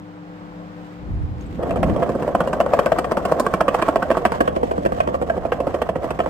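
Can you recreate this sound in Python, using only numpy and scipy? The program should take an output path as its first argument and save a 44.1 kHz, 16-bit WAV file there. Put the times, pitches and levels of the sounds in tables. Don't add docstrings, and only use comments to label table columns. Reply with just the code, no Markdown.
import sys
import numpy as np
from scipy import signal
from scipy.fft import rfft, irfft, next_fast_len
from scipy.io import wavfile
from scipy.ndimage import uniform_filter1d, map_coordinates

SR = 44100
rng = np.random.default_rng(int(sys.argv[2]) if len(sys.argv) > 2 else 0)


def master_out(mix):
    frames = np.transpose(np.atleast_2d(mix))
    ceiling = np.clip(frames, -1, 1)
    pcm = np.round(ceiling * 32767).astype(np.int16)
    wavfile.write(sys.argv[1], SR, pcm)


N = 277389
TIME = np.arange(N) / SR

# (f/Hz, relative level/dB, t60/s)
FRONT_WHEEL = [(504, -2, 0.047), (710, -9.5, 0.071)]
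FRONT_TRUCK = [(786, -2, 0.019), (907, 4, 0.03), (1040, -3, 0.031), (1141, 5.5, 0.028), (1280, 0, 0.028),
               (1416, -9, 0.053), (1572, -5, 0.04)]
FRONT_STEEL = [(1863, 3, 0.062), (2023, -1.5, 0.059), (2320, 2.5, 0.03), (3237, -8, 0.075)]
REAR_WHEEL = [(530, -8, 0.056), (679, -8, 0.054)]
REAR_TRUCK = [(887, -5.5, 0.031), (1015, -0.5, 0.049), (1088, 4.5, 0.041), (1312, -3, 0.03),
              (1554, -6, 0.041), (1726, -7.5, 0.024)]
REAR_STEEL = [(1814, -0.37, 0.029), (2213, 0.97, 0.056), (2537, -1.2, 0.031), (2847, -2.6, 0.051)]


def from_db(db):
    return 10 ** (np.asarray(db) / 20)


def rms_one(x):
    return x / np.sqrt(np.mean(x ** 2) + 1e-20)


def in_time(rows):
    s, *columns = np.transpose(rows)
    return [np.interp(TIME, s, column) for column in columns]


def at_hz(points, hz):
    f, value = np.transpose(points)
    return np.interp(np.log(hz + 1e-3), np.log(f), value)


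def drift(rate_hz):
    pole = np.exp(-2 * np.pi * rate_hz * 40 / SR)
    raw = rng.standard_normal(N // 40 + 2002)
    slow = signal.lfilter([1], [1, -2 * pole, pole * pole], raw)[2000:]
    return np.interp(np.arange(N) / 40, np.arange(len(slow)), rms_one(slow))


def noise(spectrum):
    # (f/Hz, left-right correlation)
    likeness = [(30, 0.69), (120, 0.65), (250, 0.54), (600, 1), (1400, 0.4), (1900, 0.022), (6000, 0.018),
                (16000, 0.045)]
    size = next_fast_len(N)
    hz = np.fft.rfftfreq(size, 1 / SR)
    mid, side = rfft(rng.standard_normal((2, size)))
    alike = np.clip(at_hz(likeness, hz), -1, 1)
    both = np.sqrt(1 + alike) * mid + np.sqrt(1 - alike) * side * [[1], [-1]]
    return rms_one(irfft(both * from_db(at_hz(spectrum, hz)), size)[:, :N])


def ring(modes, age, detune, scatter_db, rise_s, apart_hz=1900):
    hz, level_db, t60 = np.transpose(modes)[:, :, None]
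    tune, strength, turn = rng.standard_normal((3, len(hz), 1))
    start = 2 * np.pi * rng.random((len(hz), 1))
    split = turn * np.minimum((hz / apart_hz) ** 3, 1) * np.array([1, -1])[:, None, None]
    waves = np.sin(2 * np.pi * hz * (1 + detune * tune) * age + start + split)
    decay = from_db(level_db + scatter_db * strength - 60 * age / t60)
    return (waves * decay).sum(axis=1) * (1 - np.exp(-age / rise_s))


def kicked(modes, per_s, spread_db):
    happens = rng.random(N) < per_s / SR
    sizes = from_db(spread_db * np.minimum(rng.exponential(1, N), 3)) * happens
    out = np.zeros((2, N))
    for hz, db, t60 in modes:
        pole = from_db(-60 / (t60 * SR))
        turn = 2 * np.pi * hz / SR
        kicks = sizes * (rng.standard_normal(N) + .5 * rng.standard_normal((2, N)))
        resonator = [1, -2 * pole * np.cos(turn), pole * pole]
        out += from_db(db) * signal.lfilter([0, np.sin(turn)], resonator, kicks + 1e-18)
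    return rms_one(out)


def place(x, pan_db, lag_ms):
    lag = lag_ms / 1000
    return np.array([from_db(side * pan_db / 2)
                     * map_coordinates(channel, [(TIME - side * lag / 2) * SR], order=3)
                     for channel, side in zip(x, (1, -1))])


def rightward():
    # (t/s, angle to the right/degrees)
    bearing = [(1.65, 10.5), (2.8, -5), (3.15, -11), (3.65, 2.5), (4.1, -3), (4.5, 40.5), (5.1, 38.5),
               (5.4, 12), (5.85, 6), (6.29, 18.5)]
    return np.sin(np.radians(in_time(bearing)[0]))


def room(fade_s=0.15, end_s=2.14, noise_db=-42, hum_pan_db=4, lag_ms=-0.31):
    # (f/Hz, level/dB, depth of waver)
    partials = [(102.3, -51.5, .35), (172.6, -42, .22), (301, -42.5, .1), (500.6, -49, .25)]
    # (f/Hz, relative level/dB)
    room_colour = [(20, -31), (35, -30.5), (48, 1), (70, -18), (200, 1.5), (270, -10), (750, -7.5),
                   (1000, -10), (1500, -15), (2000, -20.5), (5000, -34.5), (9000, -47), (14000, -51.5),
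                   (16000, -77)]
    hum = np.zeros(N)
    for hz, db, waver in partials:
        swing = (1 + waver * (drift(11) + 1j * drift(7))) / np.sqrt(1 + 2 * waver ** 2)
        hum += from_db(db) * np.sqrt(2) * np.real(swing * np.exp(2j * np.pi * hz * TIME))
    out = hum * from_db(np.array([[1], [-1]]) * hum_pan_db / 2)
    out = out + from_db(noise_db + 1.0 * drift(1.0)) * noise(room_colour)
    return place(out, 0, lag_ms) * np.clip((end_s - TIME) / fade_s, 0, 1)


def rustles(grain_db=3.5):
    # (t/s, level/dB, half length/s)
    brushes = [(0.854, -58, 0.13), (1.432, -53.5, 0.06), (1.547, -52.5, 0.046)]
    # (f/Hz, relative level/dB)
    cloth = [(700, -6), (2000, 2), (3100, -5), (5500, -14), (14000, -24)]
    level = sum(from_db(db) * np.exp(-((TIME - s) / half_s) ** 2) for s, db, half_s in brushes)
    return level * from_db(grain_db * drift(120)) * noise(cloth)


def air(wind_gain_db=0.5, gust_gain_db=1.5):
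    # (t/s, level/dB)
    low_noise_level = [(1.4, -39), (1.9, -21.5), (2.2, -31), (3.9, -37.5), (4.4, -34.5), (5.2, -34.5),
                       (5.8, -37.5)]
    # (t/s, level before gain/dB)
    headwind = [(1.4, -33.5), (2.2, -38.5), (2.75, -37), (3.6, -40), (4.7, -35), (5.3, -34.5), (5.6, -36.5)]
    # (t/s, level before gain/dB, rise constant/s, hold/s, fall constant/s)
    gusts = [(1.13, -23.5, 0.051, 0.037, 0.022), (1.22, -22, 0.032, 0.034, 0.012),
             (1.293, -27, 0.013, 0.024, 0.04), (1.875, -23.5, 0.12, 0.049, 0.034)]
    # (f/Hz, relative level/dB)
    low_noise_colour = [(70, -19), (130, 2), (185, 6), (260, 4), (340, -1), (480, -11), (1000, -24),
                        (3000, -58)]
    wind_colour = [(15, -32), (30, -18), (45, 0), (70, 8.5), (100, -3.5), (150, -6), (300, -36),
                   (1000, -96)]
    gust_colour = [(20, -17), (55, 8), (100, 4), (160, -9), (280, -18), (600, -68)]
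    (low_noise_db,), (headwind_db,) = in_time(low_noise_level), in_time(headwind)
    outdoors = np.clip((TIME - .96) / 0.11, 0, 1)
    strength = 0
    for s, db, rise_s, hold_s, fall_s in gusts:
        shape = np.minimum((TIME - s) / rise_s, (s + hold_s - TIME) / fall_s)
        strength = np.maximum(strength, from_db(db + gust_gain_db) * np.exp(np.minimum(shape, 0)))
    out = from_db(low_noise_db) * noise(low_noise_colour)
    for colour, gain in ((wind_colour, from_db(headwind_db + wind_gain_db)), (gust_colour, strength)):
        wind = noise(colour)
        loudness = np.sqrt(uniform_filter1d(np.mean(wind ** 2, axis=0), size=4000))
        out += gain * wind / loudness
    return outdoors * out


def ticks(t60=0.045):
    # (t/s, level/dB, f/Hz)
    tick_rows = [(1.409, -48, 6500), (1.462, -56, 8000)]
    out = np.zeros(N)
    for s, db, hz in tick_rows:
        age = np.maximum(TIME - s, 0)
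        band = signal.butter(2, [hz * .94, hz * 1.06], "band", fs=SR, output="sos")
        burst = rms_one(signal.sosfilt(band, rng.standard_normal(N)))
        out += burst * from_db(db - np.minimum(60 * age / t60, 200)) * (1 - np.exp(-age / 0.0014))
    return out


def rolling(rumble_gain_db=-1.06, chatter_db=-39.0, pebble_db=-39.5, hiss_db=-50.0, rattle_db=-12.0,
            knock_db=-5.0, chatter_follows=1.0, hiss_follows=0.48, chatter_facing=0.57, hiss_side_db=-1.5,
            bump_db=1.4, grain_db=2.0, scuff_db=1.5, patch_db=2.5, hiss_rise_s=0.057,
            start_s=1.583, plain_roll_db=-27):
    # (t/s, level before gain/dB)
    roll = [(1.68, -27.5), (2.5, -26.5), (4.16, -28.5), (4.5, -28), (5.07, -31), (5.52, -29.5), (6.29, -31)]
    # (t/s, chatter gain before scaling/dB)
    facing_curve = [(1.6, -1), (2.3, -3), (3.0, 0), (3.6, 1.5), (4.3, -5.5), (4.65, -20), (5.0, -6),
                    (5.5, -2.5), (6.29, 1.5)]
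    # (t/s, rise of chatter and hiss/dB, half length/s)
    sandy_patches = [(3.884, 7, 0.085), (4.36, 9, 0.035), (4.964, 3, 0.14)]
    # (f/Hz, relative level/dB)
    rumble_colour = [(150, -23), (300, -3), (410, 0.5), (520, 4.5), (590, 4.5), (700, 5), (830, -7),
                     (1100, -12), (1600, -29), (4000, -61)]
    chatter_colour = [(600, 1.5), (900, -16), (1100, 3), (1400, -6), (1900, -8), (2600, -35)]
    hiss_colour = [(1300, 14.5), (1900, 18), (2400, 13), (3100, 12.5), (3800, 6.5), (4650, 5), (6500, 2),
                   (9000, -2.5), (13000, -7), (16000, -32)]
    (roll_db,), (facing,) = in_time(roll), in_time(facing_curve)
    effort = roll_db - plain_roll_db
    patches = patch_db * drift(15.6)
    patches += sum(db * np.exp(-((TIME - s) / half_s) ** 2) for s, db, half_s in sandy_patches)

    wheel_knocks = kicked(FRONT_WHEEL + REAR_WHEEL, per_s=70, spread_db=1.5)
    rumble = noise(rumble_colour) + from_db(knock_db) * wheel_knocks
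    rumble = from_db(roll_db + rumble_gain_db) * rumble

    pebbles = kicked(FRONT_TRUCK + REAR_TRUCK, per_s=110, spread_db=0.5)
    chatter = from_db(chatter_db) * noise(chatter_colour) + from_db(pebble_db) * pebbles
    chatter = chatter * from_db(chatter_follows * effort + chatter_facing * facing + patches)

    grains = grain_db * drift(250) + scuff_db * drift(42)
    rattle = kicked(FRONT_STEEL + REAR_STEEL, per_s=59, spread_db=3.5)
    gritty = from_db(grains) * noise(hiss_colour) + from_db(rattle_db) * rattle
    hiss = from_db(hiss_db + hiss_follows * effort + hiss_side_db * rightward() + patches) * gritty
    hiss *= 1 - np.exp(-np.maximum(TIME - start_s, 0) / hiss_rise_s)

    under_way = np.clip((TIME - start_s) / .005, 0, 1)
    return (rumble + chatter + hiss) * from_db(bump_db * drift(15)) * under_way


def joints(thump_db=0.0, bounce_db=-0.65, clack_db=0.0, rasp_db=-0.34, crack_db=-0.5, bounce_t60=0.043,
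           seated_s=0.019, snap_db=-1.0, snap_s=0.00039, grit_t60=0.051, grit_rise_s=0.00013,
           grain_db=4.0, steel_db=-4.0, plain_clack_db=-25.5, hardness=0.76):
    # (t/s, wheel bounce level/dB,
    # deck thump level/dB, truck clack level/dB, rasp and steel ring level/dB, grit crack level/dB,
    # second wheel delay/ms, second wheel relative level/dB, bounce f/Hz)
    crossings = [(1.627, -22.5, -30.5, -35, -43, -54, 4.8, 3, 490),
                 (1.695, -24.5, -41, -35, -37, -51, 13.5, 9, 637),
                 (1.759, -22.5, -31.0, -35, -41, -52.5, 11, -5, 490),
                 (1.83, -17.5, -23, -27.5, -32.5, -44.5, 6.7, -9, 660),
                 (1.89, -23.5, -22, -35, -41, -54, 6.8, 10, 530),
                 (1.962, -21.5, -28, -34, -44, -53, 9, -12, 573),
                 (2.022, -17, -30, -26.5, -36.5, -49, 6.7, 4, 685),
                 (2.092, -22, -24, -31.5, -44.5, -49.5, 7.9, -5, 520),
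                 (2.151, -24, -23.5, -36.5, -61, -56, 7.2, -3, 515),
                 (2.223, -24, -27, -35, -42, -51.5, 6.1, -9, 552),
                 (2.278, -20.5, -30, -32.0, -42.5, -52.5, 11.1, -4, 584),
                 (2.349, -15, -24.5, -22.5, -35.5, -45, 2.63, -2.5, 675),
                 (2.404, -18.5, -25, -23, -34, -45, 8.8, -8, 633),
                 (2.474, -21, -32, -31, -41, -47.5, 7, -9, 570),
                 (2.53, -29, -28.5, -25, -37.5, -44, 4.1, 1, 610),
                 (2.602, -13.0, -27, -23.5, -31, -41.5, 7.7, -1.5, 620),
                 (2.662, -20.5, -46, -29, -43, -52, 7, -16, 547),
                 (2.735, -12, -28, -21, -33.5, -41.5, 8, -9.5, 610),
                 (2.79, -16, -26.5, -18.5, -32.5, -40, 1.58, -2, 587),
                 (2.86, -17.5, -30, -24.5, -31.5, -41, 7, -5.5, 596),
                 (2.919, -13, -28.5, -23.5, -31.5, -43, 5.6, -16, 666),
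                 (2.985, -19.5, -25.5, -24.5, -32.5, -38, 2.6, -5, 700),
                 (3.044, -25, -48, -29.5, -36, -48.5, 4.9, -11, 503),
                 (3.112, -21, -25, -25, -37, -42, 6.5, 5.5, 645),
                 (3.17, -19.5, -26, -23.5, -36.5, -44.5, 4.64, -4, 573),
                 (3.252, -20.5, -27, -25.5, -35, -41, 2.9, -1, 630),
                 (3.316, -13.5, -25.5, -22.5, -39, -42, 5, 6, 630),
                 (3.397, -20.5, -22.5, -21.5, -39, -33, 3.67, -2, 575),
                 (3.46, -20, -28, -20.5, -36.5, -43, 4.85, 16, 540),
                 (3.535, -22, -23, -21, -30, -40, 3.4, 19, 534),
                 (3.605, -15, -27.5, -19, -29.5, -40, 2.9, 8.5, 640),
                 (3.681, -16, -24, -19, -28.5, -42, 2.74, -0.5, 550),
                 (3.743, -20, -33, -20, -32.5, -41, 3.15, 6, 530),
                 (3.818, -21.5, -23.5, -21, -28, -41, 5.6, 9, 604),
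                 (3.882, -17, -23, -20.5, -34, -43, 4.06, 5, 636),
                 (3.958, -15, -23.5, -23, -33.0, -42, 2.03, -4, 634),
                 (4.022, -23, -28.5, -22.5, -35, -44.5, 3.8, 11, 674),
                 (4.103, -14, -21, -22.5, -30, -43, 9.8, 3, 632),
                 (4.17, -19, -26.5, -24, -37.5, -45.5, 4.65, -3.5, 603),
                 (4.252, -14, -20.5, -19.5, -25, -39, 9.4, -6, 684),
                 (4.32, -25, -30, -24, -35.5, -43.5, 21, -15, 610),
                 (4.405, -14.5, -19.5, -20.5, -31, -39.5, 3.7, 4.5, 617),
                 (4.476, -18, -31, -22.5, -33.5, -47.5, 3.8, -1, 594),
                 (4.563, -23.5, -25.5, -30, -40, -52, 8.1, -31, 605),
                 (4.631, -16.5, -24, -28, -40.0, -50.5, 3.08, -2, 528),
                 (4.712, -20, -28.5, -29.5, -40.0, -50, 4.26, -4, 606),
                 (4.779, -21.5, -26, -30.5, -50, -56.0, 22, -18, 547),
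                 (4.851, -15.5, -21, -26.5, -33.5, -44.5, 9, 4, 560),
                 (4.921, -23, -29, -29, -43, -51.5, 11, -25, 660),
                 (5.003, -14, -50, -24.5, -30, -46.5, 4.3, -10, 656),
                 (5.074, -21, -27, -26, -38.5, -51.5, 13.5, -11, 610),
                 (5.143, -18.5, -33, -26.5, -41.5, -50, 7, -2, 585),
                 (5.215, -19.5, -27.5, -31.5, -41.5, -51, 8.1, 4, 533),
                 (5.298, -17, -32, -26.5, -39.5, -50, 3.47, -4, 653),
                 (5.366, -22.5, -28.5, -35, -48, -56, 10, 1.5, 515),
                 (5.451, -19.5, -30.5, -42, -45, -57, 2, -20, 628),
                 (5.52, -17.5, -33, -25, -31.5, -47.5, 3.3, -2.5, 750),
                 (5.6, -19.0, -30, -33, -40, -50, 3.1, 11, 553),
                 (5.669, -19, -25, -30.5, -43.5, -51, 4.8, -7.5, 570),
                 (5.742, -22.5, -26, -34.5, -39.5, -50, 2.6, -3, 550),
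                 (5.817, -20, -30, -26, -33, -45, 6, -7, 565),
                 (5.89, -19.5, -27.5, -30.5, -36.5, -50.5, 3, -2, 687),
                 (5.954, -22.5, -27.5, -33.5, -40, -55, 3.13, 9, 520),
                 (6.032, -24, -30.5, -34, -42, -50, 11, 4.5, 682),
                 (6.106, -27, -31, -31, -35.5, -46.5, 5.8, -11, 630),
                 (6.19, -17.5, -26, -26, -32, -47.5, 12.3, 1.5, 662),
                 (6.26, -23, -29, -28.5, -41, -54.5, 12.7, -10, 650)]
    # (f/Hz, relative level/dB, t60/s)
    front_deck = [(177, -3.5, 0.072), (256, -2.5, 0.054), (331, -3.5, 0.086)]
    rear_deck = [(212, -5, 0.072), (329.6, 1, 0.037), (414, -10.5, 0.097)]
    # (f/Hz, relative level/dB)
    rasp_colour = [(1400, -5), (1850, 9), (2120, -6.5), (2400, 2), (3000, -2.5), (3280, -1.5), (3650, -22),
                   (6000, -39)]
    crack_colour = [(2500, -13), (3900, 3), (4650, 7.5), (6500, 1), (9000, 5.5), (13000, -3), (16000, -22)]
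    size = int(.08 * SR)
    span = .027 * SR
    t = np.arange(size) / SR
    out = np.zeros((2, N + size))
    grit = np.array([noise(rasp_colour), noise(crack_colour)]) * from_db(grain_db * drift(420))
    grit = np.pad(grit, ((0, 0), (0, 0), (0, size)))
    axles = ((front_deck, FRONT_WHEEL, FRONT_TRUCK, FRONT_STEEL),
             (rear_deck, REAR_WHEEL, REAR_TRUCK, REAR_STEEL))
    trims = (bounce_db, thump_db, clack_db, rasp_db, crack_db)
    for k, (s, *levels, lag_ms, second_db, hz) in enumerate(crossings):
        deck, wheel, truck, steel = axles[k % 2]
        tilt_db = hardness * (levels[2] - plain_clack_db)
        truck = [(f, db + tilt_db * np.log2(f / truck[0][0]), t60) for f, db, t60 in truck]
        at = round(s * SR)
        parts, ping = np.zeros((5, 2, size)), 0
        for delay, gain in ((0, 1), (lag_ms / 1000, from_db(second_db))):
            age = np.maximum(t - delay, 0)
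            free = np.exp(-(age / seated_s) ** 4)
            snap = 1 + from_db(snap_db) * np.exp(-age / snap_s)
            edge = grit[:, :, at + (age * SR).astype(int)] * snap
            bounce = ring([(hz, 0, bounce_t60)] + wheel, age, detune=0.031, scatter_db=3.5, rise_s=0.0014)
            parts[0] += gain * free * bounce
            parts[1] += gain * ring(deck, age, detune=0.071, scatter_db=2.0, rise_s=0.0023)
            parts[2] += gain * ring(truck, age, detune=0.037, scatter_db=4.5, rise_s=0.00068, apart_hz=2240)
            parts[3:] += gain * edge * from_db(-60 * age / grit_t60) * (1 - np.exp(-age / grit_rise_s))
            ping += gain * ring(steel, age, detune=0.0663, scatter_db=6.0, rise_s=0.00076, apart_hz=2000)
        parts[3] = rms_one(parts[3]) + from_db(steel_db) * rms_one(ping)
        for part, level, trim in zip(parts, levels, trims):
            out[:, at:at + size] += from_db(level + trim) * rms_one(part) * np.sqrt(span / size)
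    return out[:, :N]


def stones():
    # (t/s, level/dB)
    hits = [(4.15, -29)]
    age = np.arange(int(.04 * SR)) / SR
    out = np.zeros((2, N))
    for s, db in hits:
        at = round(s * SR)
        kick = ring(FRONT_WHEEL + FRONT_TRUCK, age, detune=0.03, scatter_db=3.0, rise_s=0.001)
        out[:, at:at + len(age)] += from_db(db) * rms_one(kick)
    return out


def street_echo(x, t60=0.44, wet_db=-15, gap_s=0.0047):
    t = np.arange(SR // 3) / SR
    tail = rng.standard_normal((2, len(t))) * from_db(-60 * t / t60) * np.clip((t - gap_s) / 0.0059, 0, 1)
    tail /= np.sqrt(np.sum(tail ** 2, axis=1, keepdims=True))
    return x + from_db(wet_db) * signal.fftconvolve(x, tail, axes=1)[:, :N]


def round_the_hand(x):
    # (t/s, left minus right before share/dB)
    shade = [(1.65, -1), (2.05, -5.5), (2.5, -0.5), (2.95, 6.5), (3.15, 4), (3.5, -4.5), (3.8, -5),
             (4.15, -4), (4.6, -2.5), (5.15, -4.5), (5.5, -5), (6.29, -5.5)]
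    # (lower edge f/Hz, share of the shade,
    # left minus right/dB, left lag with the board fully to the right/ms)
    ranges = [(0, 0.2, -0.5, 1), (400, 0.85, 0.5, 0.94), (727, 0.54, -1, 0.64), (1270, 0, -1.8, 0.47),
              (3600, 0, 2.1, 0.5)]
    size = next_fast_len(N)
    hz, spectrum = np.fft.rfftfreq(size, 1 / SR), rfft(x, size)
    above = [1 / (1 + (row[0] / (hz + 1)) ** 16) for row in ranges] + [0]
    (shade_db,), side = in_time(shade), rightward()
    out = 0
    for k, (_, share, pan_db, lag_ms) in enumerate(ranges):
        band = irfft(spectrum * (above[k] - above[k + 1]), size)[:, :N]
        out = out + place(band, share * shade_db + pan_db, lag_ms * side)
    return out


def shared_treble(x, split_hz=7000, lag_ms=0.1907, common=0.99):
    size = next_fast_len(N)
    hz = np.fft.rfftfreq(size, 1 / SR)
    left, right = rfft(x, size)
    share = np.clip(common, 0, 1) / (1 + (split_hz / (hz + 1)) ** 24)
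    late = -right * np.exp(-2j * np.pi * hz * lag_ms / 1000)
    left = np.sqrt(1 - share) * left + np.sqrt(share) * late
    return irfft(np.array([left, right]), size)[:, :N]


def scene():
    board = round_the_hand(street_echo(joints() + stones() + rolling()))
    return room() + rustles() + ticks() + air() + board


def record(dry, cutoff_hz=16900):
    x = shared_treble(dry)
    rounded = x / (1 + np.abs(x) ** 6) ** (1 / 6)
    return signal.sosfilt(signal.cheby2(14, 70, cutoff_hz, fs=SR, output="sos"), rounded)


dry = scene()
out = record(dry)
master_out(out)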